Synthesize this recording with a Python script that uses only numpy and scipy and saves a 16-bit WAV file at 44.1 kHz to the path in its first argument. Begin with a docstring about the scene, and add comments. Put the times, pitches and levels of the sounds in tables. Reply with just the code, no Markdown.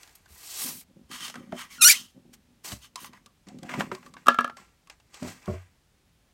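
"""A hard case is tilted out of a foam tray on a paper-covered table; small ticks and thumps run throughout.
First a hand sweeps along the case (hiss), the hollow case creaks (slips ring its low modes) and foam rubs (noise).
Then a corner slips free with one loud squeak (harmonics of a gliding slip rate). The case is set down,
its handle drops and bounces (blows ring the case modes), and last come two dull thumps (booms and table modes).
Steady background noise and a short room echo lie around it all."""
import sys
import numpy as np
from scipy import signal
from scipy.fft import rfft, irfft, next_fast_len
from scipy.io import wavfile
from scipy.ndimage import uniform_filter1d

SR = 44100
rng = np.random.default_rng(int(sys.argv[2]) if len(sys.argv) > 2 else 0)


def unload_wav(signal):
    """Save mono or channel-first audio to the path in sys.argv[1] as 16-bit WAV at rate SR, clipped to [-1, 1]."""
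    wavfile.write(
        sys.argv[1],
        SR,
        np.round(np.clip(np.atleast_2d(signal).T, -1, 1) * 32767).astype(np.int16),
    )


N = 279153   # length in samples


def from_db(db):
    """Decibels to gain."""
    return 10 ** (np.asarray(db) / 20)


def rms_one(x):
    """Scale to an average strength (rms) of 1."""
    return x / np.sqrt(np.mean(x ** 2) + 1e-20)


def coloured(x, spectrum):
    """Make some pitches of a noise stronger than others, following a spectrum; rms 1."""
    hz, db = np.transpose(spectrum)
    grid = np.maximum(np.fft.rfftfreq(N, 1 / SR), 1)
    shape_db = np.interp(np.log(grid), np.log(hz), db, left=-80, right=-80)
    return rms_one(irfft(rfft(x) * from_db(shape_db), N))


def grains(per_s, spread_db):
    """Random slips in either direction that come in clumps; a spread above 0 makes their sizes uneven; rms 1."""
    sizes = from_db(spread_db * np.minimum(rng.exponential(1, N), 5))
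    signs = rng.choice([-1, 1], N)
    clumps = rms_one(uniform_filter1d(rng.standard_normal(N), size=500))
    happens = rng.random(N) < per_s / SR
    return rms_one(sizes * signs * from_db(1.3 * clumps) * happens)


def ring(clicks, hz, t60):
    """A click of height 1 sets off a sine of about height 1 that falls by 60 dB in t60 seconds."""
    r = from_db(-60 / (t60 * SR))
    w = 2 * np.pi * hz / SR
    return signal.lfilter([0, np.sin(w)], [1, -2 * r * np.cos(w), r * r], clicks + 1e-18)


def body(force, modes):
    """One force sets all the modes (natural ringing tones) of an object going."""
    return sum(from_db(db) * ring(force, hz, t60) for hz, db, t60 in modes)


def resonances(x, peaks):
    """Noise passes twice through each of several side-by-side resonances, so the gaps stay dark; rms 1."""
    total = 0
    for k, (hz, width, db) in enumerate(peaks):
        t60 = 1.8 / width
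        twice = ring(ring(x, hz, t60), hz, t60)
        total = total + (-1) ** k * from_db(db) * rms_one(twice)
    return rms_one(total)


def burst(low_hz, high_hz, t60):
    """A short band of noise that rises within a millisecond or so and dies away, peak about 1."""
    t = np.arange(8820) / SR
    band = signal.butter(2, [low_hz, high_hz], "band", fs=SR, output="sos")
    noise = signal.sosfilt(band, rng.standard_normal(len(t)))
    return 0.39 * rms_one(noise) * (1 - np.exp(-t / 0.00085)) * from_db(-60 * t / t60)


def add(out, s, sound):
    """Mix a sound in at time s."""
    i = round(s * SR)
    out[i:i + len(sound)] += sound[:N - i]


def strokes(rows):
    """Strokes swell, hold and fade: their summed gain, then the same with each further dB column added."""
    fade_bend = 0.94   # 1 is a straight fade in dB; below 1 it starts steeply and ends more gently
    s, rise, hold, fall, level_db, *shares_db = np.transpose(rows)[:, :, None]
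    t = np.arange(0, N + 20, 20) / SR   # every 20th sample is enough
    before = np.maximum((s - t) / rise, 0)
    after = np.maximum((t - s - hold) / fall, 0)
    gain = from_db(level_db - 20 * (before + after ** fade_bend))
    sums = [np.sum(gain * from_db(db), axis=0) for db in [0] + shares_db]
    return [np.interp(np.arange(N) / SR, t, total) for total in sums]


def sheet(x):
    """Thin panels and sheets have many narrow resonances: an unchanging ripple, peaks about 50 Hz wide."""
    ripple_db = 3
    spectrum = rfft(x)
    ripple = rms_one(uniform_filter1d(rng.standard_normal(len(spectrum)), size=300))
    return irfft(spectrum * from_db(ripple_db * ripple), N)


def background():
    """Steady noise, strongest in the bass."""
    # colour of the background: (frequency [Hz], level per Hz [dB])
    floor_colour = [(18, -43), (30, -15.5), (64, -10), (109, -15.5), (131, -14.5), (384, -26), (569, -28),
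                    (1220, -32), (1670, -32), (3310, -33.5), (3870, -34.5), (8520, -39), (16000, -46)]
    level_db = -66
    return from_db(level_db) * coloured(rng.standard_normal(N), floor_colour)


def sweep_gains():
    """One long sweep of a hand along the case: gains of hiss, midrange and top octave."""
    # sweep: (time [s], hiss [dB], midrange against it [dB], top octave against it [dB])
    sweep = [(.28, -71, -1, -3), (.305, -64.5, -3, 2), (.47, -47, -10, -3.5), (.55, -40.5, -11.5, -5.5),
             (.625, -36, -8.5, 2.5), (.7, -41.5, -6.5, 2), (.81, -56, -13, 4.5), (.84, -68, 0.5, .2)]
    s, level_db, mid_db, top_db = np.transpose(sweep)
    t = np.arange(N) / SR
    return [from_db(np.interp(t, s, level_db + db, left=-150, right=-150)) for db in (0, mid_db, top_db)]


def rubbing():
    """Dense tiny slips: hiss, top octave and a duller, coarser midrange; on foam they ring its resonances."""
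    # hands, paper and plastic wrap sliding; rise and fall are times for 20 dB: (time at full level [s],
    # rise [s], hold [s], fall [s], hiss [dB], midrange against it [dB], top octave against it [dB])
    hand_strokes = [(0.002, 0.011, 0.0009, 0.35, -59.5, 0.5, -5),
                    (.154, .003, 0.00086, 0.018, -53.5, -11, 3),
                    (2.338, .012, 0.0045, 0.018, -51, -3.5, -6),
                    (2.646, 0.0071, 0.08, 0.065, -42.5, -5.5, -5),
                    (3.005, 0.0087, 0.057, .025, -53.5, -13, 2.5),
                    (3.47, 0.0033, 0.00094, 0.17, -63, 3.5, -22),
                    (3.66, 0.042, .01, 0.052, -59.5, 6.5, -10),
                    (3.694, 0.0067, 0.047, .12, -52.5, 13, -10.5),
                    (3.8, 0.027, .001, 0.089, -48.5, 8, -6.5), (3.922, 0.0036, .001, 0.11, -56, 7, -9),
                    (4.07, 0.062, 0.0011, 0.06, -64, 1, -7), (4.182, .013, 0.00096, 0.14, -65.5, 6.5, -9.5),
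                    (4.57, 0.0045, .001, 0.14, -57.5, 5, -12.5), (4.9, .003, 0.0009, 0.046, -55, 4.5, -29),
                    (5.148, 0.025, .001, 0.071, -53, 0, -22), (5.284, 0.12, 0.0013, 0.11, -45.5, 0.8, -9.5),
                    (5.476, 0.081, 0.071, 0.15, -60, 7.5, -9)]
    # foam dragging on case and paper: (time at full level [s], rise [s], hold [s], fall [s],
    # level [dB], low resonances against it [dB])
    foam_rubs = [(1.116, 0.015, 0.036, 0.12, -42, -4), (1.252, 0.085, .001, 0.075, -36, -8),
                 (1.36, 0.0058, .001, 0.2, -63, 6.5), (1.588, 0.053, .032, 0.054, -42.5, 0.5),
                 (1.708, 0.021, 0.074, .03, -53, -6), (1.93, 0.0054, 0.039, 0.08, -32, -14),
                 (2.822, 0.015, 0.041, 0.029, -52, -8), (2.975, 0.0092, 0.1, 0.03, -51.5, -3),
                 (3.137, 0.028, 0.037, 0.04, -64.5, 6)]
    # colours of the sliding noise: (frequency [Hz], level per Hz [dB])
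    hiss_colour = [(1800, -27.5), (2500, -3.5), (4000, 1), (6000, 2.5), (8000, 3), (9500, -20.5),
                   (10500, -29)]
    top_colour = [(8000, -6.5), (9200, 3.5), (10400, -4), (11500, 3), (16000, -4)]
    mid_colour = [(300, -7), (550, -12), (1100, -5.5), (1700, -6), (2500, -6.5), (3600, -18)]
    # colour of the foam noise: (frequency [Hz], level per Hz [dB])
    foam_colour = [(2000, -29.5), (2800, 0), (5000, -2.5), (8000, -8.5), (12000, -10.5), (16000, -15.5)]
    # high and low resonances of the foam: (frequency [Hz], rough width [Hz], level [dB])
    foam_high = [(3080, 330, 2), (4400, 250, -12), (5295, 220, -6.5), (6280, 590, -4.5), (7800, 1900, -6.5),
                 (9300, 980, -9.5)]
    foam_low = [(1101, 430, -0.5), (1360, 490, -2.5), (1908, 420, -2), (2381, 370, -7)]

    slips = sheet(grains(9000, spread_db=0.0))
    coarse = sheet(grains(2300, spread_db=0.5))
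    gain, mid, top = np.add(strokes(hand_strokes), sweep_gains())
    sliding = gain * coloured(slips, hiss_colour)
    sliding += top * coloured(slips, top_colour)
    sliding += mid * coloured(coarse, mid_colour)
    foam_gain, low_gain = strokes(foam_rubs)
    foam = from_db(-3.5) * resonances(slips, foam_high) + from_db(-4) * coloured(coarse, foam_colour)
    return sliding + foam_gain * foam + low_gain * resonances(np.gradient(coarse), foam_low)


def creaks():
    """Hands work the hollow case: uneven slips at its joints ring its low modes; the grip damps them at once."""
    # creaks: (time at full level [s], rise by 20 dB [s], hold [s], fall by 20 dB [s], level [dB])
    creak_strokes = [(.648, 0.049, .001, 0.16, -42.5), (.908, 0.022, .001, 0.02, -48.5),
                     (.97, 0.013, 0.0009, 0.097, -48), (1.104, .01, .001, 0.14, -45.5),
                     (1.2, .02, .001, 0.31, -62), (1.366, 0.035, 0.02, .3, -44.5),
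                     (1.528, 0.028, .001, 0.051, -43), (1.8, 0.011, 0.0004, 0.19, -59),
                     (2.01, 0.21, 0.0009, 0.046, -53), (2.164, 0.017, 0.0011, 0.063, -47.5),
                     (2.246, 0.024, 0.00087, 0.31, -58), (2.52, 0.049, 0.0011, 0.1, -64),
                     (2.736, 0.12, .001, 0.02, -49.5), (3.036, 0.12, 0.00088, 0.17, -49.5),
                     (3.268, 0.027, .001, 0.033, -61), (3.468, 0.0069, .13, 0.071, -45),
                     (3.648, 0.038, 0.0011, 0.043, -37), (3.776, 0.069, 0.0008, 0.1, -28),
                     (3.934, .1, .001, 0.13, -48.5), (4.05, .06, 0.19, 0.17, -60),
                     (4.52, .05, 0.068, 0.092, -59), (5.226, 0.011, 0.03, .1, -35)]
    # low modes of the hollow case: (frequency [Hz], level [dB], time to fall 60 dB [s])
    hollow_modes = [(170.9, -10.5, 0.2), (209.8, -1.5, 0.14), (244.6, 0.5, .2), (290.6, -4, 0.022),
                    (327, -11, .12), (528, -15.5, 0.28), (750, -17.5, 0.089)]
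    gain, = strokes(creak_strokes)
    soften = signal.butter(2, [110, 800], "band", fs=SR, output="sos")
    slips = signal.sosfilt(soften, grains(110, spread_db=3.0))
    return gain * rms_one(body(slips, hollow_modes))


def thumps():
    """Soft contacts: a boom that dies in a set number of cycles, and a jolt of noise into the table's modes."""
    # thumps through the table: (time [s], boom level [dB], boom frequency [Hz], woody knock against it [dB])
    contacts = [(0.303, -46.5, 72, -15), (1.036, -53, 65.6, -12), (1.527, -23, 660, -10.5),
                (2.717, -39.5, 64, -10), (2.724, -35.5, 111, -4), (3.918, -38, 548, 9.5),
                (5.224, -46, 96.7, 14), (5.246, -41, 95.3, 8), (5.272, -37.5, 101, -1),
                (5.478, -26, 89.7, 4), (5.497, -26.5, 87.3, -2), (5.537, -27.5, 91.8, -6)]
    # modes of the table: (frequency [Hz], level [dB], time to fall 60 dB [s])
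    table_modes = [(137.6, -10, 0.19), (213.5, 2.5, 0.13), (299, -4.5, 0.039), (376, -3, 0.12),
                   (459, 0, 0.043), (594, -1.5, 0.13), (660, -12, 0.14), (973, -10.5, 0.052),
                   (1075, -4.5, 0.029)]
    boom, force = np.zeros(N), np.zeros(N)
    t = np.arange(13230) / SR
    for s, level_db, hz, knock_db in contacts:
        envelope = from_db(level_db - 3.04 * t * hz) * (1 - np.exp(-t / 0.0015))   # loses 3.04 dB per cycle
        add(boom, s, envelope * np.sin(2 * np.pi * hz * t))
        add(force, s, from_db(level_db + knock_db - 26) * burst(103, 1570, t60=0.039))
    return boom + body(force, table_modes)


def ticks():
    """Small taps: a bright crack, a duller knock and a short ring at the pitch of whatever was touched."""
    # ticks and taps: (time [s], level before each layer's offset [dB], ring [Hz], low knock against it [dB])
    taps = [(0.0308, -35, 2800, -14.5), (0.075, -43, 1740, -13), (.093, -46, 2100, -8),
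            (0.154, -52, 3330, -28), (0.258, -47.5, 1600, -5.5), (0.8115, -41.5, 2290, -14),
            (1.28, -26.5, 3230, -12.5), (1.2982, -28, 3020, -9), (1.341, -37.5, 1340, 2.5),
            (1.355, -35.5, 1240, 6), (1.5223, -44.5, 790, 14.5), (2.7189, -24, 2950, -6.5),
            (2.9571, -22, 1040, -13), (3.044, -31.5, 1076, -3), (3.132, -43, 974, 2),
            (3.26, -37, 1122, -14), (3.485, -37.5, 757, -9), (3.5862, -42, 1237, -24),
            (3.6301, -33.5, 768, -4.5), (3.6922, -43.5, 1640, 16), (3.7377, -39.5, 980, 17.5),
            (3.797, -27.5, 1390, -3), (3.8063, -32, 1100, 16), (3.915, -42, 2040, 19),
            (3.9487, -30.5, 1085, -5.5), (4.028, -51, 1640, 9.5), (4.062, -40, 1145, -3),
            (4.138, -38.5, 1110, -4), (4.1669, -53.5, 1516, 19.5), (4.4968, -49, 1195, 17.5),
            (4.569, -38.5, 1103, 0), (4.8719, -45, 1173, -8.5), (4.8981, -34.5, 2580, -5),
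            (4.9996, -50.5, 2730, -2), (5.1419, -33, 3370, -12), (5.228, -33, 1040, -9),
            (5.275, -39, 1130, -26), (5.4269, -51.5, 2350, 1), (5.457, -38, 970, -12)]
    ring_cycles = 130   # cycles until the ring is 60 dB down
    out = np.zeros(N)
    for s, level_db, hz, knock_db in taps:
        add(out, s, from_db(level_db + 3) * burst(2160, 7600, t60=0.025))
        add(out, s, from_db(level_db - 10) * burst(12000, 18600, t60=0.0089))
        add(out, s, from_db(level_db + knock_db + 5.5) * burst(420, 2000, t60=0.032))
        narrow = burst(hz / 1.07, hz * 1.07, t60=ring_cycles / hz)
        add(out, s, from_db(level_db + knock_db / 2) * narrow)
    return out


def handle():
    """The handle drops and bounces: blows and loose rattle ring the case modes, with a woody tail and a crack."""
    # blows: (time [s], level before each layer's offset [dB], crack against it [dB])
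    blows = [(4.26, -28.5, -5.5), (4.268, -13, -5.5), (4.283, 4, -11), (4.302, -22.5, -27.5),
             (4.344, -18.5, -10.5), (4.387, -4.5, -17.5), (4.407, -17, -7), (4.444, -13.5, -12),
             (4.477, -26.5, -11)]
    # modes of the case: (frequency [Hz], level [dB], time to fall 60 dB [s])
    case_modes = [(239, -15.5, 0.16), (561.5, -15, 0.025), (703, -11, 0.027), (910, -22, 0.051),
                  (1118, -15, 0.057), (1205, 2.5, .035), (1335, 2.5, 0.03), (1243, -10.5, 0.14),
                  (1360, -20.5, 0.45), (1654, -10.5, 0.12), (1710, -16.5, 0.14), (2304, -14.5, 0.03),
                  (2730, -16, 0.041), (3104, -13.5, .025), (3737, -19.5, 0.02)]
    out, rattle = np.zeros(N), np.zeros(N)
    for s, level_db, crack_db in blows:
        add(rattle, s, from_db(level_db - 35.5) * burst(300, 3600, t60=0.048))
        add(out, s, from_db(level_db - 28.5) * burst(680, 4000, t60=0.2))   # woody tail
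        add(out, s, from_db(level_db + crack_db) * burst(1600, 9000, t60=0.015))
        add(out, s, from_db(level_db + crack_db - 7.5) * burst(9000, 20000, t60=0.013))
    at = [round(row[0] * SR) for row in blows]
    blow_db = np.array(blows)[:, 1]
    for k, (hz, db, t60) in enumerate(case_modes):
        clicks = from_db(db) * rattle
        sign = (-1) ** k   # neighbours start in opposite directions, so that they beat
        clicks[at] += sign * from_db(blow_db + db - 9 + rng.normal(0, 1, len(at)))
        out += ring(clicks, hz, t60)
    return out


def squeak():
    """The corner sticks and slips in the foam: harmonics of the slip rate; roughness jitters and adds scrape."""
    # course of the squeak: (time [s], slips per second [Hz], level [dB], roughness [0 smooth, 1 full])
    course = [(1.694, 1250, -65, 0.96), (1.71, 1140, -46.5, 0.75), (1.745, 1100, -45, .9),
              (1.78, 910, -49, .9), (1.784, 1470, -46.5, 0.39), (1.807, 1310, -42, 0),
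              (1.812, 1375, -24.5, .25), (1.82, 1365, -14, 0.2), (1.822, 1250, -12.5, 0.2),
              (1.845, 1235, -10.5, .35), (1.847, 1395, -9.5, 0.1), (1.88, 1495, -9.5, 0.2),
              (1.882, 1620, -12, .55), (1.891, 1750, -11.5, .8), (1.894, 2100, -14, .9),
              (1.901, 2350, -9, 0.1), (1.911, 2370, -13, 0.8), (1.914, 2000, -13.5, 0.9),
              (1.927, 2600, -17.5, 1.1), (1.935, 2070, -27, .6), (1.955, 2360, -34, .6),
              (1.972, 2330, -62, .95)]
    # how the foam colours the harmonics: (frequency [Hz], level [dB])
    harmonic_colour = [(900, -27.5), (1250, -16), (1450, -5), (2400, -2.5), (3000, -12.5), (4200, -2.5),
                       (5000, -12.5), (5800, 2), (7200, -7.5), (8700, -3.5), (10000, -7.5), (11300, -1.5),
                       (12500, -17), (16000, -14.5)]
    # colour of the scraping noise: (frequency [Hz], level per Hz [dB])
    scrape_colour = [(1000, -41), (1400, -5.5), (3000, -1.5), (6000, 4.5), (11000, -3.5), (16000, -3.5)]
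    # No tilt at flat_db; softer, harmonics lose dB per octave for each dB, less so when rough.
    flat_db, tilt_per_db, rough_brightens = -11, 0.33, 0.48

    s, *columns = np.transpose(course)
    first, last = round(s[0] * SR), round(s[-1] * SR)
    t = np.arange(first, last) / SR
    rate, level_db, rough = (np.interp(t, s, c) for c in columns)
    tilt_db = tilt_per_db * (level_db - flat_db) * (1 - rough_brightens * rough)
    rough = np.clip(rough, 0, 1)

    # One slow noise jitters the slip rate; 13 more let the harmonics waver in level.
    slow = uniform_filter1d(rng.standard_normal((14, len(t))), size=150, axis=1) * np.sqrt(150)
    jitter, waver = slow[0], slow[1:]
    jittered_rate = rate * (1 + 0.085 * rough ** 1.3 * jitter)
    phase = 2 * np.pi * np.cumsum(jittered_rate) / SR
    k = np.arange(1, 14)[:, None]   # harmonic numbers
    hz, db = np.transpose(harmonic_colour)
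    colour_db = np.interp(np.log(k * rate), np.log(hz), db, right=-80)
    heights = from_db(colour_db + tilt_db * np.log2(k) + (1 + 0.27 * k) * waver)
    rasp = uniform_filter1d(rng.standard_normal((13, len(t))), size=40, axis=1) * np.sqrt(40)
    heights *= 1 + 0.4 * rough * rasp   # uneven slips smear each harmonic

    tone = np.sum(heights * np.sin(k * phase + rng.normal(0, 1.0, k.shape)), axis=0)
    tone /= np.sqrt(uniform_filter1d(np.sum(heights ** 2, axis=0), size=200) / 2)   # even out the strength
    scrape = coloured(rng.standard_normal(N), scrape_colour)[first:last]
    mix = np.sqrt(1 - rough ** 2) * tone + rough * from_db(tilt_db) * scrape
    out = np.zeros(N)
    out[first:last] = from_db(level_db) * mix
    return out


def room(x):
    """Room echo: eight delays of 7 to 31 ms feed back into themselves, duller on every round."""
    t60_s, wall_cut_hz = 0.12, 2200   # bass dies by 60 dB in t60_s, treble sooner
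    size = next_fast_len(N + SR)
    w = 2 * np.pi * np.fft.rfftfreq(size)   # radians per sample
    dull = 1 / (1 + 1j * w * SR / (2 * np.pi * wall_cut_hz))
    echoes = 0
    for k, lag in enumerate(np.geomspace(0.007, 0.031, num=8) * SR):
        once = from_db(-60 * lag / SR / t60_s) * dull * np.exp(-1j * w * round(lag))
        echoes = echoes + (-1) ** k * once / (1 - once)   # sum of all rounds
    return irfft(rfft(x, size) * echoes, size)[:N]


def scene():
    """All near sources without their deepest bass, their room echo and the steady background."""
    room_db = -14.5
    near = rubbing() + creaks() + thumps() + ticks() + handle() + squeak()
    near = signal.sosfilt(signal.butter(3, 60, "high", fs=SR, output="sos"), near)
    return (near + from_db(room_db) * room(near) + background())[None]


def record(dry):
    """Round off the loudest peaks and cut the very top of the treble."""
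    cutoff_hz = 15850
    rounded = 1.3 * np.tanh(dry / 1.3)
    return signal.sosfilt(signal.ellip(10, 0.2, 65, cutoff_hz, fs=SR, output="sos"), rounded)


dry = scene()
out = record(dry)
unload_wav(out)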